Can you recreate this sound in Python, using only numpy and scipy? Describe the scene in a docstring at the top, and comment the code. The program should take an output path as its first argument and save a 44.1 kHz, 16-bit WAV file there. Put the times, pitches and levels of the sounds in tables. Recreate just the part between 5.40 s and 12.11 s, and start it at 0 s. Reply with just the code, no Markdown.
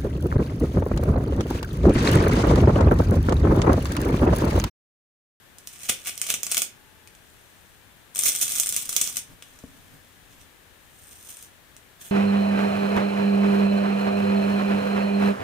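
"""Bending a zinc bar.

Two hands bend it close to the microphone in a tiled room: two strong bends and a weak one.
Its crystals give way in avalanches of tiny slips: sharp cracks over a dry crackle.
The hands change grip with a soft knock and a rub; a faint tone sounds far off."""
import sys
import numpy as np
from scipy import signal
from scipy.fft import rfft, irfft
from scipy.io import wavfile
from scipy.ndimage import uniform_filter1d

SR = 44100
rng = np.random.default_rng(int(sys.argv[2]) if len(sys.argv) > 2 else 0)


def persist_wave(psi):
    """Save psi, clipped to +-1, as 16-bit WAV."""
    counts = np.round(np.clip(psi, -1, 1) * 32767).astype(np.int16)
    wavfile.write(sys.argv[1], SR, np.atleast_2d(counts).T)


N = 295911
TIME_S = np.arange(N) / SR

# microphone port cavities: centre_hz, width_hz, gain_db
LEFT_CAVITY = [(8400, 2600, 6), (13100, 1300, -6.5)]
RIGHT_CAVITY = [(6170, 2100, 8.7), (13650, 1330, 8.6)]


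def from_db(db):
    """Decibels to gain."""
    return 10 ** (np.asarray(db) / 20)


def unit_rms(x):
    """Scale to unit rms."""
    return x / np.sqrt(np.mean(x ** 2) + 1e-20)


def at_hz(points, hz):
    """Read a table on a log-frequency axis."""
    points_hz, values = np.transpose(points)
    return np.interp(np.log(hz), np.log(points_hz), values)


def butter(x, hz, kind, order=2):
    """Butterworth filter."""
    return signal.sosfilt(signal.butter(order, hz, kind, fs=SR, output="sos"), x + 1e-18)


def stereo_noise(correlation, size=N):
    """White noise in two partly correlated channels."""
    white = rng.standard_normal((3, size))
    return np.sqrt(correlation) * white[0] + np.sqrt(1 - correlation) * white[1:]


def colour(x, spectrum, left=(), right=(), size=8192):
    """Minimum-phase filter of unit power: a spectrum plus resonances per channel."""
    hz = np.maximum(np.arange(size // 2 + 1) * SR / size, 1)
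    peaks_db = [sum(db / (1 + (2 * (hz - centre_hz) / width_hz) ** 2) for centre_hz, width_hz, db in side)
                for side in (left, right)]
    gain = from_db([at_hz(spectrum, hz) + side_db for side_db in peaks_db])
    cepstrum = irfft(np.log(gain))
    cepstrum[:, 1:size // 2] *= 2
    cepstrum[:, size // 2 + 1:] = 0
    response = unit_rms(irfft(np.exp(rfft(cepstrum)))) / np.sqrt(size)
    return signal.oaconvolve(x, response, axes=1)[:, :N]


def add(out, start_s, sound):
    """Mix a sound in at a time."""
    i = int(start_s * SR)
    out[:, i:i + sound.shape[1]] += sound[:, :N - i]


def swells(rows):
    """Gain of overlapping bell-shaped swells, each 18 dB down at half_width_s from its peak."""
    return np.sqrt(sum(from_db(db) ** 2 / (1 + ((TIME_S - peak_s) / half_width_s) ** 2) ** 6
                       for peak_s, db, half_width_s in rows))


def room_air(level_db=-53, split_hz=1200):
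    """Steady background, a little stronger on the left; long waves reach both ports more alike."""
    # still room: freq_hz, density_db
    spectrum = [(15, -43), (25, -2), (60, -2.5), (120, -3.5), (180, -6), (300, -7), (630, -10), (1050, -11),
                (2200, -11), (3600, -11.5), (5000, -17.5), (9000, -16), (15500, -15)]
    # background humps per side: centre_hz, width_hz, gain_db
    left_humps = [(87, 39, 4.5), (1716, 310, 5), (500, 7700, 7), (8040, 2500, 1.5)]
    right_humps = [(90.5, 16, 4), (1780, 200, 2.3)]
    bass = butter(stereo_noise(0.32), split_hz, "low")
    treble = butter(stereo_noise(0.061), split_hz, "high")
    return colour(bass + treble, spectrum, left_humps, right_humps) * from_db(level_db)


def yielding(release_db_per_s=400, sheen_fade_db_per_s=18):
    """The metal gives way steadily under load; returns crackle gain, low_ring_db, sheen_db."""
    # hand loads, hard for a bend, light for turning the bar over:
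    # start_s, end_s, onset_db_per_s, level_db, growth_db_per_s, low_ring_db, sheen_db
    loads = [(0.334, 1.2, 160, -48, -1.5, 7.5, -25), (1.868, 2.35, 100, -65, -5, 7.5, -18),
             (2.758, 3.72, 1900, -30, -14, 4, 0.5), (4.038, 5.04, 300, -60.5, -12, 10, -13),
             (5.63, 6.046, 84, -57, 16, 6.5, 6.5)]
    power, low_ring, sheen = 0, 0, 0
    for start_s, end_s, onset_db_per_s, level_db, growth_db_per_s, low_ring_db, sheen_db in loads:
        held_s = np.clip(TIME_S, start_s, end_s) - start_s
        onset_db = onset_db_per_s * np.maximum(start_s - TIME_S, 0)
        release_db = release_db_per_s * np.maximum(TIME_S - end_s, 0)
        share = from_db(level_db + growth_db_per_s * held_s - onset_db - release_db) ** 2 + 1e-20
        power += share
        low_ring += share * low_ring_db
        sheen += share * (sheen_db - sheen_fade_db_per_s * held_s)
    return np.sqrt(power), low_ring / power, sheen / power


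def slip_power(snap_s=0.00022, ring_s=0.0014, ring_db=-10, scatter_s=0.0085, scatter_db=-23):
    """Power after a slip, sum 1: a snap, a ring damped by the grip, scatter off the moving hands."""
    t = np.arange(1300) / SR
    ring = from_db(ring_db) ** 2 * np.exp(-t / ring_s)
    scatter = from_db(scatter_db) ** 2 * np.exp(-t / scatter_s)
    power = np.exp(-t / snap_s) + ring + scatter
    return power / power.sum()


def weight_lows(x, low_db, split_hz=4000):
    """Set how strongly slips shake the low bending modes."""
    return butter(x, split_hz, "high", order=3) + from_db(low_db) * butter(x, split_hz, "low", order=3)


def small_cracks(every_s=0.032, above_db=5, spread_db=4.5, count=260):
    """Strain lets go at uneven intervals, as strongly as the metal yields; rows for cracks()."""
    gain, load_low_db, _ = yielding()
    jitter, strength, place = rng.uniform(-1, 1, (count, 3)).T
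    start_s = every_s * (np.arange(count) + 1 + jitter / 2)
    level_db = 20 * np.log10(np.interp(start_s, TIME_S, gain)) + above_db + spread_db * strength
    low_ring_db = np.interp(start_s, TIME_S, load_low_db) - 5.5
    pan_db = 7 + 9 * place
    return np.transpose([start_s, level_db, low_ring_db, pan_db])[start_s < TIME_S[-1]]


def cracks(snap_db=-3.5, gain_db=-12.5):
    """Single large slips: a sharp snap and a short ring, each with its own weight and direction."""
    # loudest cracks and lone ticks: start_s, level_db, low_ring_db, pan_db (left minus right)
    main_cracks = [(0.1846, -38, 7.5, -1), (0.273, -27, 3.5, 0), (0.4933, -22, 12, 2), (0.499, -18, 12, 5),
                   (0.5214, -30.5, 8, -4), (0.6592, -38, 15, 6), (0.6717, -21, 6.5, 5),
                   (0.7777, -26.5, 3, -4), (0.8157, -16.5, 6, 2), (0.9028, -12.5, 9, 2),
                   (0.9405, -15.5, 5, 0), (1.0325, -18, 3, -2.5), (1.067, -23, 9, 3), (1.1155, -17, -1, 4),
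                   (1.1203, -14.5, 4, 0.5), (1.1459, -16.5, 7, -1), (1.1698, -15.5, 12, 9.5),
                   (1.1785, -11, 3, -5.5), (1.2194, -12, 3, -3.5), (1.6745, -43, 11, 2),
                   (1.751, -46, 10.5, 0), (2.7498, -32.5, -5, 12), (2.7909, -13.5, -13, 4),
                   (2.836, -13.5, -2, 4), (2.8829, -14, -0.5, 5), (3.014, -16, -4, -9),
                   (3.0284, -14.5, 0, -3.5), (3.1202, -20, -6, 9), (3.1989, -9, -2.5, -2),
                   (3.2343, -18, -6, 4), (3.291, -14.5, -15, 1), (3.325, -18.5, 3, 0),
                   (3.3643, -13, 0.5, 0), (3.4228, -26, -2, 10), (3.4927, -15.5, -1.5, 2),
                   (3.5283, -21.5, 4.5, 4), (3.5645, -7.5, 4.5, -1), (3.6142, -9.5, 1.5, 5),
                   (3.6752, -22, 5, -5), (3.7694, -17, 2.5, 3), (4.024, -37.5, 12, 4.5),
                   (4.1891, -44.5, 8, 1), (5.97, -39, 0, 12), (6.0265, -37, 3, 7), (6.3658, -40, 7.5, 2)]
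    out = np.zeros((2, N))
    envelope = np.sqrt(slip_power())
    for start_s, level_db, low_ring_db, pan_db in [*main_cracks, *small_cracks()]:
        burst = envelope * stereo_noise(0.44, envelope.size)
        # the slip's place on the bar sets the lag between the ports
        lag_samples = rng.choice([0, 1, 2], size=2)
        burst[[0, 1], lag_samples] = from_db(snap_db) * rng.choice([-1, 1])
        gains = from_db(level_db + gain_db + np.array([[pan_db], [-pan_db]]) / 2)
        add(out, start_s, weight_lows(unit_rms(burst), low_ring_db) * gains)
    return out


def crackle(slips_per_s=380, spread_db=1.5, snap_db=-7, gain_db=-2.5):
    """Small slips come at random, most tiny, a few larger; they swell in avalanches."""
    # one slip sets off many: peak_s, level_db, half_width_s
    avalanches = [(0.45, -37.5, 0.055), (0.496, -18.5, 0.011), (0.68, -27, 0.031), (0.83, -39, 0.026),
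                  (0.895, -28.5, 0.064), (1.06, -43, 0.027), (1.125, -33, 0.053), (2.872, -17.5, 0.038),
                  (2.958, -26, 0.013), (3.025, -19, 0.019), (3.1, -30, 0.073), (3.178, -26.5, 0.071),
                  (3.265, -29, 0.05), (3.365, -30, .07), (3.62, -31, 0.17), (3.772, -28.5, 0.029),
                  (4.92, -56, 0.028), (5.01, -55, 0.037), (5.72, -52.5, 0.045), (5.9, -43.5, 0.054)]
    # high rings of the bar: centre_hz, width_hz, gain_db
    high_rings = [(9100, 900, -3.5), (13600, 1300, -1)]
    steady, low_ring_db, sheen_db = yielding()
    slipping = rng.random(N) < slips_per_s / SR
    sizes = slipping * from_db(spread_db * np.minimum(rng.exponential(1, N), 3.1))
    power = np.maximum(signal.oaconvolve(sizes ** 2, slip_power())[:N], 0)
    snaps = from_db(snap_db) * sizes * rng.choice([-1, 1], N)
    slips = np.array([np.roll(snaps, 2), snaps]) + stereo_noise(0.34) * np.sqrt(power)
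    # level out, so the bend sets the strain released in each short stretch
    slips /= np.sqrt(uniform_filter1d(power, size=1700) + 1e-6)
    slips *= np.hypot(steady, swells(avalanches)) * from_db(gain_db)
    slips = weight_lows(slips, low_ring_db)
    # the finest slips mostly sound the high rings
    sheen = sum(from_db(db) * butter(slips, [hz - width_hz / 2, hz + width_hz / 2], "band", order=1)
                for hz, width_hz, db in high_rings)
    return slips + from_db(sheen_db) * sheen


def bar():
    """Slips sound through the bar; turning it over in the hands shifts its low ring."""
    # radiated by a slip: freq_hz, density_db
    spectrum = [(60, -15), (200, -15), (370, -17), (490, -14), (750, -16), (1040, -19), (1180, -13),
                (1750, -14.5), (2300, -6.5), (3500, -6), (4500, -9), (5600, -2.5), (9500, 3), (11000, -2),
                (15500, -4)]
    # low ring per hold: start_s, end_s, centre_hz, width_hz, gain_db
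    holds = [(0, 2.0, 2550, 1290, 3), (2.0, 7.0, 3530, 790, 3.5)]
    # low modes common to all holds: centre_hz, width_hz, gain_db
    bending_modes = [(512, 50, 2.5), (1147, 60, 4.5), (1447, 130, 4)]
    slips = cracks() + crackle()
    out = np.zeros((2, N))
    for start_s, end_s, *low_ring in holds:
        held = slips * (TIME_S >= start_s) * (TIME_S < end_s)
        rings = [low_ring, *bending_modes]
        out += colour(held, spectrum, [*LEFT_CAVITY, *rings], [*RIGHT_CAVITY, *rings])
    return out


def room(x, near_db=-10, near_s=0.0027, tail_db=-5, build_s=0.0009, size=26000):
    """Quick reflections off nearby tiles, then a tail dying band by band."""
    # room decay: freq_hz, t60_s
    decay = [(200, 0.49), (1000, 0.18), (2800, 0.29), (7000, 0.2), (15000, 0.16)]
    t = np.arange(size) / SR
    near = stereo_noise(0.46, size) * np.exp(-t / near_s) * (t > 0.001)
    edges_hz = np.geomspace(100, 18000, 11)
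    tail = np.zeros((2, size))
    for low_hz, high_hz in zip(edges_hz, edges_hz[1:]):
        band = butter(stereo_noise(0.21, size), [low_hz, high_hz], "band")
        tail += band * from_db(-60 * t / at_hz(decay, np.sqrt(low_hz * high_hz)))
    tail *= 1 - np.exp(-t / build_s)
    response = from_db(near_db) * unit_rms(near) + from_db(tail_db) * unit_rms(tail)
    return signal.oaconvolve(x, response / np.sqrt(size), axes=1)[:, :N]


def knocks(pan_db=3, pivot_hz=270, size=5000):
    """The bar jolts in the hands: low modes damped by flesh; a harder jolt favours the upper ones."""
    # hand against bar: start_s, level_db, lowest_mode_db, tilt_db_per_octave
    jolts = [(0.4921, -29, -20, 3.5), (0.4973, -32, -20, -9), (4.237, -31, 0, -1)]
    # modes of the held bar: pitch_hz, t60_s, level_db
    held_modes = [(62, .07, -6), (177, 0.025, 0), (270, 0.081, -4), (463, 0.029, -5.5), (650, 0.018, -7.5),
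                  (1114, 0.023, -15)]
    out = np.zeros((2, N))
    t = np.arange(size) / SR
    pitch_hz, t60_s, mode_db = np.transpose(held_modes)[:, :, None]
    modes = np.sin(2 * np.pi * pitch_hz * t) * from_db(mode_db - 60 * t / t60_s)
    modes[1::2] *= -1
    for start_s, level_db, lowest_mode_db, tilt_db_per_octave in jolts:
        struck = modes * from_db(tilt_db_per_octave * np.log2(pitch_hz / pivot_hz))
        thud = from_db(lowest_mode_db) * struck[0] + struck[1:].sum(axis=0)
        add(out, start_s, thud * from_db(level_db + np.array([[pan_db], [-pan_db]]) / 2))
    return out


def far_tone(peak_s=1.52, level_db=-65, half_width_s=0.42, top_s=1.56, top_hz=872, sag_hz_per_s2=950):
    """A faint far tone with its octave; the pitch rises and sinks again."""
    pitch_hz = top_hz - sag_hz_per_s2 * (TIME_S - top_s) ** 2
    phase = 2 * np.pi * np.cumsum(pitch_hz) / SR
    tone = np.sin(phase) + from_db(-5) * np.sin(2 * phase)
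    return swells([(peak_s, level_db, half_width_s)]) * tone


def grip():
    """Hands shifting on the bar make a soft rumble."""
    # hand shifts: peak_s, level_db, half_width_s
    shifts = [(3.4, -55, .8), (3.92, -49.5, 0.058), (4.36, -55.5, 0.33), (4.545, -50, .05),
              (4.95, -59, 0.25)]
    # rumble: freq_hz, density_db
    spectrum = [(30, 1), (70, -5), (110, 4), (170, -0.5), (210, -7), (265, 2), (340, -16), (500, -14),
                (1200, -19), (4000, -26)]
    return colour(stereo_noise(0.52) * swells(shifts), spectrum)


def rub(rough_db=2.5, catch_hz=250):
    """Skin catches and slides on the cast surface."""
    # finger sliding along the bar: time_s, level_db
    slide = [(6.59, -71), (6.615, -39.5), (6.635, -50.5), (6.655, -43), (6.71, -50)]
    # skin friction: freq_hz, density_db
    spectrum = [(200, -6), (1000, -8.5), (2000, -8.5), (3300, -1), (4700, -12.5), (7000, -3.5),
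                (10000, -2.5), (15500, -6)]
    envelope = from_db(np.interp(TIME_S, *np.transpose(slide)))
    catches = from_db(rough_db * unit_rms(butter(rng.standard_normal(N), catch_hz, "low")))
    return colour(stereo_noise(0.14) * catches * envelope, spectrum, LEFT_CAVITY, RIGHT_CAVITY)


def scene(knock_send_db=-7):
    """Bar and hands in the room; the dull hand sounds stay close, the tone lies in the background."""
    sharp = bar() + rub()
    thuds = knocks()
    direct = sharp + thuds + grip()
    reverb = room(sharp + from_db(knock_send_db) * thuds)
    return direct + reverb + room_air() + far_tone()


def record(dry, ceiling=0.85, cutoff_hz=15600):
    """Soft clipping, then a steep low-pass."""
    rounded = ceiling * np.tanh(dry / ceiling)
    lowpass = signal.firwin(301, cutoff_hz, fs=SR)
    return signal.oaconvolve(rounded, lowpass[None], mode="same", axes=1)


dry = scene()
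out = record(dry)
persist_wave(out)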